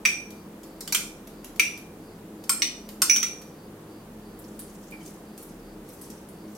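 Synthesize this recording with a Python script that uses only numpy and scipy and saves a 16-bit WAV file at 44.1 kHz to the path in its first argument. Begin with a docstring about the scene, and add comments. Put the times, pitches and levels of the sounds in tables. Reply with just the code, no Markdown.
"""A fan hums throughout in an echoing kitchen. From the start a steel spoon scoops cut tomatoes from a
hand-held glass bowl into a clay mortar; each clink sets the modes of glass and steel ringing.
Between clinks the wet pieces squelch and drop, and a very faint high chirp starts repeating far off.
From about 4.4 s a lime is squeezed over them: it spits, its bursting juice cells crackle softly,
and near 5 s it gives one squirt."""
import sys
import numpy as np
from scipy import signal
from scipy.fft import rfft, irfft
from scipy.io import wavfile

SR = 44100
rng = np.random.default_rng(int(sys.argv[2]) if len(sys.argv) > 2 else 0)


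def inscribe(sig):
    """Save sig as 16-bit PCM at rate SR to the path in sys.argv[1].

    A 1-D sig is mono; a 2-D sig holds one channel per row.
    Samples are clipped to [-1, 1] before scaling.
    """
    pcm = np.round(np.clip(np.atleast_2d(sig).T, -1, 1) * 32767)
    wavfile.write(sys.argv[1], SR, pcm.astype(np.int16))


N = 289733
HIT_SIZE = 32768   # samples in one short sound
TIME, AGE = np.arange(N) / SR, np.arange(HIT_SIZE) / SR   # seconds into the scene, into a short sound


def from_db(db):
    return 10 ** (np.asarray(db) / 20)

def unit_rms(x):
    return x / np.sqrt(np.mean(x ** 2) + 1e-20)

def at_hz(points, hz):
    point_hz, values = np.transpose(points)
    return np.interp(np.log(np.maximum(hz, 1)), np.log(point_hz), values)

def bin_hz(x):
    return np.fft.rfftfreq(x.shape[-1], 1 / SR)

def add(track, start_s, sound):
    start = max(round(start_s * SR), 0)
    track[:, start:start + HIT_SIZE] += sound[:, :max(N - start, 0)]

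def decay(t60):
    """Exponential damping: 60 dB down after t60 seconds."""
    return from_db(-60 * AGE / max(t60, 1e-3))

def causal_filter(x, spectrum):
    """Minimum-phase filtering: nothing sounds before its cause."""
    cepstrum = irfft(np.log(from_db(at_hz(spectrum, bin_hz(AGE)))))
    cepstrum[1:HIT_SIZE // 2] *= 2
    cepstrum[HIT_SIZE // 2 + 1:] = 0
    response = irfft(np.exp(rfft(cepstrum)))[:512]
    return signal.fftconvolve(x, response)[:len(x)]

def narrow_noise(hz, width_hz):
    """Narrow-band noise: neighbouring frequencies beat into a wavering tone."""
    white = rfft(rng.standard_normal(N))
    return unit_rms(irfft(white / (1 + (2 * (bin_hz(TIME) - hz) / width_hz) ** 2), N))

def diffuse_noise(coherence):
    """Diffuse field at two close points: alike in the lows, differing above 1400 Hz."""
    mid, side = rng.standard_normal((2, HIT_SIZE))
    side = signal.sosfilt(signal.butter(2, 1400, "high", fs=SR, output="sos"), side)
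    return np.sqrt(1 + coherence) * mid + np.sqrt(1 - coherence) * side * [[1], [-1]]

# reverberation time of the kitchen: band_hz, t60_s
KITCHEN_DECAY = [(300, 0.17), (2400, 0.39), (6000, 0.39), (10000, 0.4), (16000, 0.24)]
def kitchen_tail():
    """Reverberation: each band decays at its own rate, the lows and the very top soonest."""
    noise = rfft(diffuse_noise(coherence=0.089))
    centres_hz, t60s = np.transpose(KITCHEN_DECAY)
    shares = [np.interp(np.log(bin_hz(AGE) + 1), np.log(centres_hz), row) for row in np.eye(len(t60s))]
    tail = sum(irfft(noise * share) * decay(t60) for share, t60 in zip(shares, t60s))
    onset = np.clip(AGE / 0.00355 - .5, 0, 1)
    return unit_rms(tail * onset) / np.sqrt(HIT_SIZE)

def room_path(near_db, near_t60, room_db):
    """Impulse response: direct sound, reflections off mortar and worktop, then the room."""
    reflections = unit_rms(diffuse_noise(coherence=.1) * decay(near_t60) * (AGE > .0006))
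    path = from_db(near_db) * reflections / np.sqrt(HIT_SIZE) + from_db(room_db) * kitchen_tail()
    path[:, 0] += 1
    return path

def heard(sound, path, db):
    """Convolution carries a short sound along a path; db is its level over the first 60 ms."""
    arrived = signal.fftconvolve(sound[None], path, axes=1)[:, :HIT_SIZE]
    return from_db(db) * arrived / np.sqrt(np.mean(arrived[:, :round(.06 * SR)] ** 2) + 1e-20)


# spectrum of the rushing air: frequency_hz, density_db
AIR_SPECTRUM = [(25, -30), (60, -12), (125, -19), (165, -4), (215, -6), (270, -7.5), (330, -7.5), (460, -9),
                (600, -15.5), (1100, -21), (2200, -29.5), (5000, -36), (12000, -35), (16000, -38)]
# its likeness between left and right: frequency_hz, coherence
AIR_COHERENCE = [(60, 0.91), (150, 1.0), (380, 0.97), (950, 0.63), (2380, 0.075), (5980, -0.084),
                 (15000, 0.15)]
# motor tones: pitch_hz, level_db, width_hz
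MOTOR_HUM = [(35.27, -60.5, 1.7), (106.5, -61, 0.64), (208.9, -52, 5.9), (316.4, -53.5, 16.4)]
def fan(air_db=-45):
    """Broadband flow noise over a wavering motor hum; long waves reach both sides in phase."""
    hz = bin_hz(TIME)
    mid, side = rfft(rng.standard_normal((2, N)))
    coherence = np.clip(at_hz(AIR_COHERENCE, hz), 0, 1)
    apart = np.sqrt(1 - coherence) * np.minimum(hz / 250, 1)
    stereo = np.sqrt(1 + coherence) * mid + apart * side * [[1], [-1]]
    air = unit_rms(irfft(stereo * from_db(at_hz(AIR_SPECTRUM, hz)), N))
    hum = sum(from_db(db) * narrow_noise(pitch, width) for pitch, db, width in MOTOR_HUM)
    return from_db(air_db) * air + hum


def ring(modes, t60_scale=1, scatter_db=2):
    """Modal vibration: each blow lands elsewhere and weights the modes anew; close modes beat."""
    strengths = from_db(scatter_db * rng.standard_normal(len(modes)))
    swell = np.sin(np.pi / 2 * np.minimum(AGE / .001, 1)) ** 2
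    return swell * sum(strength * from_db(db) * np.sin(2 * np.pi * hz * AGE) * decay(t60 * t60_scale)
                       for strength, (hz, db, t60) in zip(strengths, modes))

# four bands of a hard contact, low to high: frequency_hz, density_db
KNOCK_BAND = [(300, -53.5), (760, -14), (1050, -9.5), (1400, -2), (1700, -12), (2100, -7.5), (2800, -18.5)]
CLACK_BAND = [(1500, -20), (2200, 1.5), (2700, 1.5), (3400, 4.5), (3900, 2), (5200, -39)]
CRACK_BAND = [(2900, -22.5), (3600, -8), (4300, 2), (5200, 1), (6700, -1), (8000, -9), (11000, -39)]
TICK_BAND = [(5000, -19), (7200, 1.5), (8800, -2), (9900, -5.5), (11000, 2), (13000, -0.5), (14300, -12),
             (16000, -11)]
def contact(path, level_db, bright_db):
    """Impact excites dense, heavily damped modes; a bright touch loses clack, a dull one tick."""
    def band(spectrum, t60, relative_db):
        burst = rng.standard_normal(HIT_SIZE) * decay(t60)
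        return heard(causal_filter(burst, spectrum), path, level_db + relative_db)
    glancing_loss_db = 0.26 * abs(bright_db)   # only a square blow knocks fully
    return (band(KNOCK_BAND, t60=0.029, relative_db=-3 - glancing_loss_db)
            + band(CLACK_BAND, t60=0.02, relative_db=0.5 - max(bright_db, 0))
            + band(CRACK_BAND, t60=0.021, relative_db=-1.5)
            + band(TICK_BAND, t60=0.015, relative_db=-0.3 + min(bright_db, 0)))

# the hand-damped bowl's two flexing shapes, split in close modes, with overtones: pitch_hz, level_db, t60_s
BOWL_LOW_MODES = [(2270, -5, .02), (2338, -6, .07), (2370, 0, .055), (2390, -7, .42), (2455, -4, .035),
                  (2580, -9, .02), (3903, -24, .08)]
BOWL_HIGH_MODES = [(5715, -8, .08), (5768, -3, .11), (5832, -13, .4), (5850, 0, .08), (5910, -3, .09),
                   (6004, -7, .14), (6064, -13, .09), (10290, -16, .06), (10520, -11, .025),
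                   (10900, -20, .05), (15650, -15, .06)]
# the finger-damped spoon: pitch_hz, level_db, t60_s
SPOON_MODES = [(1097, -1.5, 0.031), (1364, -2, 0.036), (5336, -0.5, 0.025), (7540, 5, 0.024),
               (8100, -8, 0.042), (8430, -3.5, 0.039), (8500, -5.5, 0.2), (8555, 1, 0.077), (8640, -1, .06),
               (10800, -11, 0.022), (13050, -0.5, 0.041), (12630, -7, .04)]
# a spoon that rings hard stays pressed on the glass and damps it: spoon_over_glass_db, t60_scale
BOWL_DAMPING = [(-47, 1.4), (-26, 1.02), (-3.5, 0.79), (20, 0.32)]
# spoon meets bowl: start_s, contact_db, bright_db, glass_db, high_over_low_db, spoon_db
SPOON_STRIKES = [(0.0518, -32, -3.5, -21.5, -18.5, -39.5), (0.0571, -37, -7, -25.5, -2.5, -72),
                 (0.8072, -43.5, 30, -67, 6, -51), (0.876, -43.5, 3, -65, -3, -66),
                 (0.9239, -30.5, 28, -33, 4, -39), (0.947, -29.5, 0, -33.5, -21, -32.5),
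                 (1.5957, -31, -1.5, -20.5, -7, -37), (2.4937, -31.5, 10, -38.5, -10, -23),
                 (2.62, -29, -47, -26, 23, -37), (3.0187, -26, 8.5, -55.5, 5, -25),
                 (3.097, -42, -15, -17, 7.5, -72), (3.111, -56, -10, -23, 5.5, -75),
                 (3.1608, -36.5, -4.5, -27, 22, -39.5), (3.2289, -37, -2.5, -27, 14.5, -55)]
def spoon_on_bowl(left_over_right_db=-0.9):
    """Free vibration after impact: every touch leaves glass and steel ringing in their own modes."""
    out = np.zeros((2, N))
    for start_s, contact_db, bright_db, glass_db, high_over_low_db, spoon_db in SPOON_STRIKES:
        path = room_path(near_db=2.5, near_t60=0.053, room_db=1.0)   # changes as the hands move
        t60_scale = np.interp(spoon_db - glass_db, *np.transpose(BOWL_DAMPING))
        low_db = glass_db - 10 * np.log10(1 + from_db(high_over_low_db) ** 2)   # shapes share the energy
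        low = heard(ring(BOWL_LOW_MODES, t60_scale), path, low_db)
        high = heard(ring(BOWL_HIGH_MODES, t60_scale), path, low_db + high_over_low_db)
        spoon = heard(ring(SPOON_MODES), path, spoon_db)
        add(out, start_s, low + high + spoon + contact(path, contact_db, bright_db))
    return out * from_db([[left_over_right_db / 2], [-left_over_right_db / 2]])


def film_bursts(size, per_s, spread_db):
    """Shot noise: tiny films of juice burst as random clicks of uneven strength."""
    strength = from_db(spread_db * np.minimum(rng.exponential(1, size), 4))
    return (rng.random(size) < per_s / SR) * strength * rng.choice([-1, 1], size)

def bubble(hz, t60):
    """Bubble resonance: a pocket of air in juice rings briefly, rising in pitch."""
    return np.sin(2 * np.pi * hz * AGE * (1 + 0.91 * AGE)) * decay(t60)

# spectra of wet pulp: frequency_hz, density_db
SMACK_BAND = [(900, -5.5), (2500, -3.5), (4000, -1), (6500, -2), (8500, -8), (12000, -20.5)]
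FIZZ_BAND = [(5000, -25), (8000, 16.5), (9600, 14.5), (13000, 14.5), (16000, -9)]
def squelch(smack_db, fizz_db, pocket_db, pocket_hz, snap):
    """Film rupture: one film snaps, smaller ones follow, and trapped air sputters out."""
    path = room_path(near_db=2.0, near_t60=0.032, room_db=3.5)
    cluster = film_bursts(HIT_SIZE, per_s=1500, spread_db=3.0) * decay(t60=0.036)
    cluster[0] += snap
    smack = heard(causal_filter(cluster, SMACK_BAND), path, smack_db)
    fizz = heard(causal_filter(cluster, FIZZ_BAND), path, fizz_db)
    sputter = signal.fftconvolve(cluster, bubble(pocket_hz, t60=18 / pocket_hz))[:HIT_SIZE]
    return smack + fizz + heard(sputter, path, pocket_db)

# wet pieces come loose or land: start_s, level_db
TOMATO_PIECES = [(0.3059, -56.5), (0.6327, -56.5), (1.2724, -56.5), (1.4448, -50.5), (1.5607, -57.5),
                 (1.776, -54), (2.439, -55), (2.8898, -51), (3.4167, -58)]
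def tomatoes():
    """Rupturing films on soft pulp smack and fizz about equally, over a faint air resonance."""
    out = np.zeros((2, N))
    for start_s, db in TOMATO_PIECES:
        hz = 13100 * 2 ** (.2 * rng.uniform(-1, 1))
        add(out, start_s, squelch(db, fizz_db=db + 0.5, pocket_db=db - 10, pocket_hz=hz, snap=3.5))
    return out


# swaying pace of the chirps: time_s, interval_s
CHIRP_INTERVALS = [(0.4, .32), (1.1, .335), (2.3, .39), (4.5, .335), (6, .37)]
def far_chirps(first_s=.4, length_s=0.23, level_db=-66.5):
    """Amplitude modulation: a thin high band swells and fades about three times a second."""
    swell, peak_s = np.zeros(N), first_s
    while peak_s < TIME[-1]:
        swell += np.maximum(1 - (2 * (TIME - peak_s) / length_s) ** 2, 0)
        peak_s += np.interp(peak_s, *np.transpose(CHIRP_INTERVALS))
    return from_db(level_db) * swell * narrow_noise(hz=4660, width_hz=630)


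# the lime spits juice: start_s, level_db, pocket_hz
JUICE_JETS = [(4.39, -56.5, 14200), (4.5926, -42.5, 10360), (4.9098, -53, 9450), (5.061, -53.5, 6250),
              (5.3776, -48, 8300), (5.426, -54, 13800), (5.8893, -52, 9700), (6.0142, -49, 11100),
              (6.1016, -53, 5770), (6.288, -56, 10500), (6.5506, -58.5, 5900)]
def lime_spits():
    """Fine jets mostly fizz while their air pockets resonate."""
    out = np.zeros((2, N))
    for start_s, db, hz in JUICE_JETS:
        add(out, start_s, squelch(db - 22, fizz_db=db, pocket_db=db - 2, pocket_hz=hz, snap=1.8))
    return out

# the fingers press the lime: start_s, held_s, crackle_db
LIME_PRESSES = [(4.42, 0.2, -59.5), (4.7, .2, -59), (5.04, 0.07, -54.5), (5.41, 0.1, -58.5),
                (5.9, .22, -53.5), (6.53, .1, -57)]
def finger_pressure(attack_db_per_s=200, release_db_per_s=154, rest_db=-83.5):
    """Exponential envelope: each press builds, holds and lets go, down to the crackle of resting pulp."""
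    presses = [db - attack_db_per_s * np.maximum(start_s - TIME, 0)
               - release_db_per_s * np.maximum(TIME - start_s - held_s, 0)
               for start_s, held_s, db in LIME_PRESSES]
    return from_db(np.maximum(np.max(presses, axis=0), rest_db))

def lime_crackle(path):
    """Juice cells burst under pressure, each exciting a high bubble resonance."""
    bursts = film_bursts(N, per_s=900, spread_db=6.0)
    pitches_hz = np.geomspace(5300, 15000, num=16)
    pitch_index = rng.integers(0, len(pitches_hz), N)
    cells = sum(signal.oaconvolve(bursts * (pitch_index == k), bubble(hz, t60=14 / hz)[:512])[:N]
                for k, hz in enumerate(pitches_hz))
    crackle = unit_rms(cells) * finger_pressure()
    unit_path = path / np.sqrt(np.sum(path ** 2) / 2)
    return signal.fftconvolve(crackle[None], unit_path, axes=1)[:, :N]

# juice spurts through the peel: start_s, level_db, pitch_hz
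SQUIRT_BUBBLES = [(4.922, -49, 2350), (4.938, -49.5, 2320), (5.005, -59.5, 2250), (5.012, -63, 3060)]
def lime_squirt(path):
    """A quick run of lower bubble resonances merges into one squirt."""
    out = np.zeros((2, N))
    for start_s, db, hz in SQUIRT_BUBBLES:
        add(out, start_s, heard(bubble(hz, t60=0.038), path, db))
    return out


def scene():
    """Radiation efficiency: small objects give off hardly any bass, so the fan fills the lows."""
    cooking = spoon_on_bowl() + tomatoes() + lime_spits()
    lime_path = room_path(near_db=5.5, near_t60=0.07, room_db=1.0)
    cooking += lime_crackle(lime_path) + lime_squirt(lime_path)
    bass_cut = signal.butter(4, 850, "high", fs=SR, output="sos")
    return signal.sosfilt(bass_cut, cooking + 1e-18) + fan() + far_chirps()

def record(dry):
    """Band limiting: a steep low-pass cuts the treble above 16 kHz."""
    return signal.sosfilt(signal.ellip(10, .1, 80, 16000, fs=SR, output="sos"), dry)


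dry = scene()
out = record(dry)
inscribe(out)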